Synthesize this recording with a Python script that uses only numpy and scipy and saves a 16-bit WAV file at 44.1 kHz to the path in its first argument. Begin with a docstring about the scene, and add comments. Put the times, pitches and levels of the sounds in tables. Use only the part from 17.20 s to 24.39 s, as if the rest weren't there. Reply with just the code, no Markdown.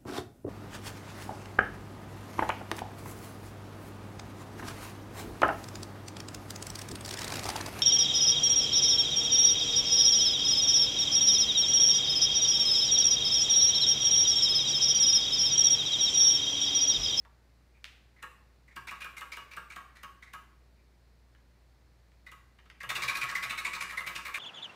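"""Prize wheel, two spins.

A homemade wheel with eight pegs is spun gently, then hard, in a small room, and coasts against friction and drag.
Each peg knocks a plastic flapper, rebounds, bends and scrapes it; the freed flapper cracks back and rings its mount.
Knocks and cracks are filtered noise bursts, rings are decaying sines; the disc drums softly.
Small ticks and taps sound between; steady room air and a low hum lie underneath."""
import sys
import numpy as np
from scipy import signal
from scipy.fft import rfft, irfft
from scipy.io import wavfile
from scipy.ndimage import uniform_filter1d

SR = 44100
rng = np.random.default_rng(int(sys.argv[2]) if len(sys.argv) > 2 else 0)


def persist_wave(psi):
    """Save psi, clipped to +-1, as 16-bit WAV."""
    counts = np.round(np.clip(psi, -1, 1) * 32767).astype(np.int16)
    wavfile.write(sys.argv[1], SR, np.atleast_2d(counts).T)


N = 316946
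HZ = np.fft.rfftfreq(4096, 1 / SR)
T = np.arange(SR // 2) / SR


def amp(db):
    """Decibels to gain."""
    return 10 ** (np.asarray(db) / 20)


def read(points, hz):
    """Interpolates a (frequency [Hz], value) table over log frequency."""
    f, value = np.transpose(points)
    return np.interp(np.log(hz + 1), np.log(f + 1), value)


def unit(x):
    """Scales a sound to the energy of 10 ms at full level."""
    return x * np.sqrt(SR / 10 ** 2 / np.sum(x ** 2))


def add(mix, start_s, sound):
    """Mixes a sound in at start_s, in place."""
    part = mix[max(round(start_s * SR), 0):][:len(sound)]
    part += sound[:len(part)]


def click(db):
    """Minimum-phase click with the spectrum db over HZ."""
    mirrored_db = np.concatenate([db, db[-2:0:-1]])
    log_gain = np.log(amp(mirrored_db))
    impulse = np.fft.ifft(np.exp(np.conj(signal.hilbert(log_gain)))).real
    return unit(impulse[:len(db)])


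def contact(decay_s, rise_s):
    """A blow as a dense noise spray of tiny slips that swells and dies; unit energy."""
    t = T[:2000]
    force = rng.standard_normal(len(t)) * np.exp(-t / decay_s) * (1 - np.exp(-t / rise_s))
    return force / np.linalg.norm(force)


def blow(colour, decay_s, rise_s):
    """Contact force exciting a coloured click."""
    return signal.fftconvolve(contact(decay_s, rise_s), colour)


def envelope(t60_s, rise_s):
    """Exponential decay with a soft onset."""
    return np.exp(-np.log(1000) * T / t60_s) * (1 - np.exp(-T / rise_s))


def mode(hz, t60_s, rise_s):
    """One resonance: a decaying sine with a soft onset."""
    return np.sin(2 * np.pi * hz * T) * envelope(t60_s, rise_s)


# room air spectrum: (frequency [Hz], relative density [dB per Hz])
AIR = [(20, -33), (40, -24), (60, -15), (140, -18), (230, -23), (600, -28.5), (1330, -34), (2000, -33.5),
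       (3200, -41.5), (4300, -37.5), (6000, -44), (10000, -49.5), (15500, -51.5)]
# hum partials: (frequency [Hz], RMS level [dB])
HUM = [(59.2, -62), (118.4, -77)]
AIR_DB = -69.5  # RMS above 150 Hz


def background():
    """Steady shaped-noise room air and an appliance's low hum as sines."""
    hz, t = np.fft.rfftfreq(N, 1 / SR), np.arange(N) / SR
    spectrum = rfft(rng.standard_normal(N)) * amp(read(AIR, hz))
    air = irfft(spectrum, N) / np.std(irfft(spectrum * (hz > 150), N))
    hum = sum(amp(db) * np.sqrt(2) * np.sin(2 * np.pi * (f * t + rng.random())) for f, db in HUM)
    return amp(AIR_DB) * air + hum


# room decay: (frequency [Hz], T60 [s])
ROOM = [(200, 1.47), (700, 0.77), (2000, 0.6), (5000, 0.49), (13000, 0.5)]


def diffuse(build_s=0.0056):
    """Reverberant noise tail of unit energy that dies band by band."""
    hz, t, bands = signal.stft(rng.standard_normal(len(T)), SR, nperseg=256)
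    bands = bands * np.exp(-np.log(1000) * t / read(ROOM, hz)[:, None])
    tail = signal.istft(bands, SR, nperseg=256)[1][:len(T)]
    tail = tail * (1 - np.exp(-T / build_s))
    return tail / np.linalg.norm(tail)


# first echoes from table and walls: (delay [ms], level [dB])
ECHOES = [(2.2, -14.5), (8.3, -11.5), (10.4, -10), (14.5, -11), (19.2, -21)]


def room(x, tail_db=-3.0, shift_hz=2.3):
    """Direct sound, scattered early echoes, and two tails whose blend turns steadily at shift_hz."""
    early = np.zeros(len(T))
    early[0] = 1
    for delay_ms, db in ECHOES:
        add(early, delay_ms / 1000, amp(db) * contact(decay_s=0.00053, rise_s=0.0001))
    turn = 2 * np.pi * shift_hz * np.arange(N) / SR
    tails = sum(signal.fftconvolve(x * share, diffuse()) for share in (np.cos(turn), np.sin(turn)))
    return (signal.fftconvolve(x, early) + amp(tail_db) * tails)[:N]


# disc rocking on its axle: (time [s], relative level [dB])
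THUDS = [(1.58, -63), (5.66, -58.5), (5.739, -59.5), (5.836, -54.5), (6.021, -57.5), (6.255, -58.5),
         (6.831, -67)]


def disc():
    """Lowest drum mode of the disc, one soft decaying sine per thud."""
    out = np.zeros(N)
    for start_s, db in THUDS:
        add(out, start_s, amp(db + 8.0) * unit(mode(hz=126.3, t60_s=0.23, rise_s=0.026)))
    return out


# small ticks and taps; the first is a soft flapper snap:
# (time [s], level [dB], spectral peak [Hz], contact time [ms])
TICKS = [(.049, -58, 1130, 6.5), (0.6423, -43, 2600, 0.081), (4.148, -65.5, 1840, 3.7),
         (4.917, -72, 1870, 3.6), (5.386, -59, 1730, 9.9), (5.456, -62.5, 1600, 10),
         (5.499, -52.5, 1830, 3.5)]


def ticks(below_db=13.0, above_db=15.0, rub_ms=1.8, bend_ms=2.137):
    """Small contacts with a humped spectrum; longer ones rub more than they click."""
    out = np.zeros(N)
    # bending waves carry the treble through the board first; 1 kHz takes bend_ms
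    spread = irfft(np.exp(-4j * np.pi * bend_ms * np.sqrt(HZ / 10 ** 3)))[:len(HZ) // 2]
    for start_s, db, peak_hz, contact_ms in TICKS:
        octaves = np.log2((HZ + 10) / peak_hz)
        slope_db = np.where(octaves < 0, below_db, above_db)
        colour = click(-slope_db * np.log(1 + octaves ** 2))
        force = contact(decay_s=contact_ms / 1000, rise_s=0.0001) * contact_ms / rub_ms
        force[0] += 1
        tick = signal.fftconvolve(signal.fftconvolve(force, colour), spread)
        add(out, start_s, amp(db) * unit(tick))
    return out


# modes of the flapper's mount: (frequency [Hz], relative level [dB], T60 [s])
MOUNT = [(174.6, -12.5, 0.24), (357, -23, 0.46), (511, -19, 0.4), (928, -9, 0.25), (1081, -8.5, 0.48),
         (1104, -2.5, 0.41), (1129, 0, 0.29), (1255, -2, 0.2), (1273, 4.5, 0.16), (1395, -8, 0.37),
         (1607, -7, 0.28), (1648, 0, 0.13), (2000, -21, 0.16), (2220, -12, 0.15), (2820, -19.5, 0.48),
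         (2880, -7, 0.22), (2903, -14.5, 0.23), (3690, -25.5, 0.37)]


def mount(vary_db=5.0, detune=0.004):
    """Modal ring of the mount; level and pitch of each mode vary a little from blow to blow."""
    ring = np.zeros(len(T))
    for k, (hz, db, t60_s) in enumerate(MOUNT):
        level_chance, pitch_chance = rng.standard_normal(2)
        gain = amp(db + vary_db * level_chance) * (-1) ** k
        ring += gain * mode(hz * (1 + detune * pitch_chance), t60_s, rise_s=0.0038)
    return unit(ring)


# hand-set pegs in rim order: (offset from even place [deg], flapper carried for [deg],
# relative knock level at 1 turn/s [dB], mean rebound delay [ms], relative rebound level over knock [dB],
# bent-flapper ring [Hz], relative ring level over knock [dB], relative scrape level [dB])
PEGS = [(-2.0, 13.3, -45.5, 7.5, -6.5, 1990, 11.5, -55), (0.24, 10.7, -45, 9, -1, 2280, -0.5, -40),
        (-1.47, 9.8, -45.5, 10.5, -2, 2510, 1.5, -40), (1.97, 10.1, -46, 12.5, -2, 2150, 6, -49),
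        (-1.24, 11.2, -43, 14, -6, 2280, 8, -47), (2.1, 11.0, -46.5, 17, -2, 2400, 4, -56),
        (-1.24, 11, -45, 16, -3, 2300, 7, -49), (2.04, 11.7, -50.5, 11.5, 0.5, 1920, 4.5, -57.5)]
FRICTION_DEG_S2, DRAG_PER_S = 123.62, 0.1026
STALL_DEG_S = 100  # no peg passes below this speed
DB_PER_DOUBLING = 9  # knock force against wheel speed
SNAP_LAG_S = 0.0075  # flapper lands this long after leaving a peg


def coast(start_s, launch_deg_s):
    """The freed wheel slows under friction and drag; pegs meet the flapper in turn until stall."""
    t = np.arange(start_s, N / SR, 1 / SR)
    friction_speed = FRICTION_DEG_S2 / DRAG_PER_S
    speed = (launch_deg_s + friction_speed) * np.exp(-DRAG_PER_S * (t - start_s)) - friction_speed
    speed = np.maximum(speed, 0)
    angle, spacing_deg = np.cumsum(speed) / SR, 360 / len(PEGS)
    last_peg = int(angle[speed > STALL_DEG_S][-1] / spacing_deg)
    for k in range(1, last_peg + 1):
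        offset_deg, reach_deg, *voice = PEGS[k % len(PEGS)]
        meet_deg = k * spacing_deg + offset_deg
        meet_s, leave_s = np.interp([meet_deg, meet_deg + reach_deg], angle, t)
        turns_per_s = np.interp(meet_s, t, speed) / 360
        yield meet_s, leave_s - meet_s + SNAP_LAG_S, DB_PER_DOUBLING * np.log2(turns_per_s), voice


# releases, first peg just past the flapper: (time [s], speed [deg/s])
SPINS = [(1.5408, 354.17), (5.6308, 737.85)]
# before each spin the hand winds the first peg back over the flapper, then pushes it forward:
# (time [s], hold until snap [s], force [dB])
PUSHES = [(0.963, 0.065, -27.5), (1.479, 0.085, -23), (5.065, 0.053, -12.5), (5.605, 0.028, -5.5)]


def passes():
    """All peg-flapper meetings, pushed or coasting: (time [s], hold until snap [s], force [dB], voice)."""
    voice = PEGS[0][2:]
    pushed = [(start_s, hold_s, force_db, voice) for start_s, hold_s, force_db in PUSHES]
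    return pushed + [meeting for spin in SPINS for meeting in coast(*spin)]


# peg knock spectrum, also colours scrape grit: (frequency [Hz], relative level [dB])
KNOCK = [(100, -12), (350, -11), (600, -6), (780, -3), (1000, 4), (1400, 4), (1630, 10), (1760, 7),
         (2300, 10), (2700, 3.5), (3150, -1.5), (3700, 6.5), (5000, -2), (8000, -6.5), (11000, -12),
         (15500, -15.5)]
# rubs of a peg on the nearly still wheel: (time [s], length [s], relative level [dB], centre pitch [Hz])
RUBS = [(0.53, .06, -70, 2380), (3.574, 0.043, -73, 2300)]
SCRAPE_FROM, SCRAPE_LASTS = 0.26, 0.46  # shares of the hold
SCRAPE_PITCH, SCRAPE_FOLLOWS = 1.032, 0.22  # multiple of ring pitch, share of force dB


def scrapes(width_hz=230, climb=0.081, grit_db=-9.0):
    """Friction noise drives the flapper's resonance, which climbs as the peg slides along it."""
    out, knock = np.zeros(N), click(read(KNOCK, HZ))
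    slides = []
    for meet_s, hold_s, force_db, (*_, ring_hz, _, scrape_db) in passes():
        slides.append((meet_s + SCRAPE_FROM * hold_s, SCRAPE_LASTS * hold_s,
                       scrape_db + SCRAPE_FOLLOWS * force_db, SCRAPE_PITCH * ring_hz))
    lowpass = signal.butter(2, width_hz, fs=SR, output="sos")
    for start_s, length_s, db, hz in RUBS + slides:
        u = np.linspace(-.5, .5, max(round(length_s * SR), 2))
        drive, grit = rng.standard_normal((2, len(T)))[:, :len(u)]
        # shift noise down, low-pass, shift back: a gliding resonance
        carrier = np.exp(2j * np.pi * np.cumsum(hz * (1 + climb * u)) / SR)
        squeak = (carrier * signal.sosfilt(lowpass, drive / carrier)).real
        grit = signal.fftconvolve(grit, knock)[:len(u)]
        scrape = squeak / squeak.std() + amp(grit_db) * grit / grit.std()
        add(out, start_s, amp(db - 2.5) * np.cos(np.pi * u) * scrape)
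    return out


# flapper crack spectrum, also colours the peg's graze: (frequency [Hz], relative level [dB])
CRACK = [(100, -22), (700, -9), (1500, 13.5), (2900, 8.5), (3300, 4), (4800, 0.5), (5300, -1), (6500, -0.5),
         (9000, -1), (11500, -5.5), (14000, -3.5), (16000, -9)]
# flapper slap on the mount: (frequency [Hz], relative level [dB])
SLAP = [(100, -18.5), (800, -12), (1000, -5), (1200, 5), (1450, -6.5), (1630, 2), (2000, -9.5),
        (2850, -7.5), (3300, -18.5), (8000, -47)]
# returning flapper: (time [s], relative mount-ring level [dB], relative crack level [dB])
SNAP_LEVELS = [(1.03, -42.5, -46), (2.2, -42, -46.5), (3.14, -45, -47), (5.12, -52, -52.5),
               (5.68, -40.5, -46), (6.04, -39.5, -40.5), (6.24, -43.5, -49), (7.17, -44, -46)]


def snaps():
    """The freed flapper slides off, cracks against its stop, chatters, and rings the mount."""
    cracks, rings = np.zeros(N), np.zeros(N)
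    crack, slap = click(read(CRACK, HZ)), click(read(SLAP, HZ))
    times_s, *levels = np.transpose(SNAP_LEVELS)
    for meet_s, hold_s, _, _ in passes():
        snap_s = meet_s + hold_s
        ring_db, crack_db = (np.interp(snap_s, times_s, level) for level in levels)
        slide_off = blow(crack, decay_s=0.0085, rise_s=0.008)
        add(cracks, snap_s - 0.007, amp(crack_db - 9.5) * slide_off)
        add(cracks, snap_s - 0.0018, amp(crack_db - 2.5) * blow(crack, decay_s=0.002, rise_s=0.0037))
        add(cracks, snap_s + 0.001016, amp(ring_db - 1.0) * blow(slap, decay_s=0.0071, rise_s=0.0018))
        add(rings, snap_s + 0.001047, amp(ring_db + 3.0) * mount())
    return cracks, rings


def twang(hz, t60_s, sag, rough=0.069, settle_s=0.0058, rise_s=0.0048):
    """The bent flapper's note starts sharp, sags, and wavers as its tip chatters on the peg."""
    chatter = uniform_filter1d(rng.standard_normal(len(T)), size=40)
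    bend = sag * (np.exp(-T / settle_s) - np.exp(-1))
    pitch_hz = hz * (1 + bend + rough * chatter / chatter.std())
    return unit(np.sin(2 * np.pi * np.cumsum(pitch_hz) / SR) * envelope(t60_s, rise_s))


def pegs(wander_db=3.0, rebound_spread=0.12):
    """Each peg grazes the tip, knocks, rebounds; the held flapper twangs at a pitch set by where it is caught."""
    knocks, rings, crack = np.zeros(N), np.zeros(N), click(read(CRACK, HZ))
    for meet_s, _, force_db, (knock_db, rebound_ms, bounce_db, ring_hz, ring_db, _) in passes():
        # no two knocks are alike
        knock = click(read([(f, db + wander_db * rng.standard_normal()) for f, db in KNOCK], HZ))
        first_db = knock_db + force_db
        rebound_db = first_db + bounce_db
        rebound_s = meet_s + rebound_ms / 1000 * np.exp(rebound_spread * rng.standard_normal())
        graze = blow(crack, decay_s=0.0014, rise_s=0.0005)
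        add(knocks, meet_s - 0.0015, amp(first_db - 8.0) * graze)
        add(knocks, meet_s, amp(first_db + 1.0) * blow(knock, decay_s=0.0096, rise_s=0.0036))
        add(knocks, rebound_s, amp(rebound_db + 2.0) * blow(knock, decay_s=0.0046, rise_s=0.0011))
        first_twang = twang(ring_hz, t60_s=0.025, sag=0.064)
        add(knocks, meet_s + 0.001005, amp(first_db + ring_db - 3.0) * first_twang)
        second_twang = twang(ring_hz, t60_s=0.019, sag=0.043)
        add(knocks, rebound_s, amp(rebound_db + ring_db - 5.0) * second_twang)
        add(rings, meet_s, amp(first_db - 2.0) * mount())
    return knocks, rings


def scene():
    """Knocks, cracks, scrapes and ticks fill the room; mount rings, disc and background stay dry."""
    knocks, peg_rings = pegs()
    cracks, snap_rings = snaps()
    in_room = room(knocks + cracks + scrapes() + ticks())
    return (in_room + peg_rings + snap_rings + disc() + background())[None]


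EDGE_HZ = 15650


def record(dry):
    """Band limit: linear-phase low-pass at EDGE_HZ."""
    lowpass = signal.firwin(511, EDGE_HZ, window=("kaiser", 8), fs=SR)
    return signal.oaconvolve(dry, lowpass[None], "same")


dry = scene()
out = record(dry)
persist_wave(out)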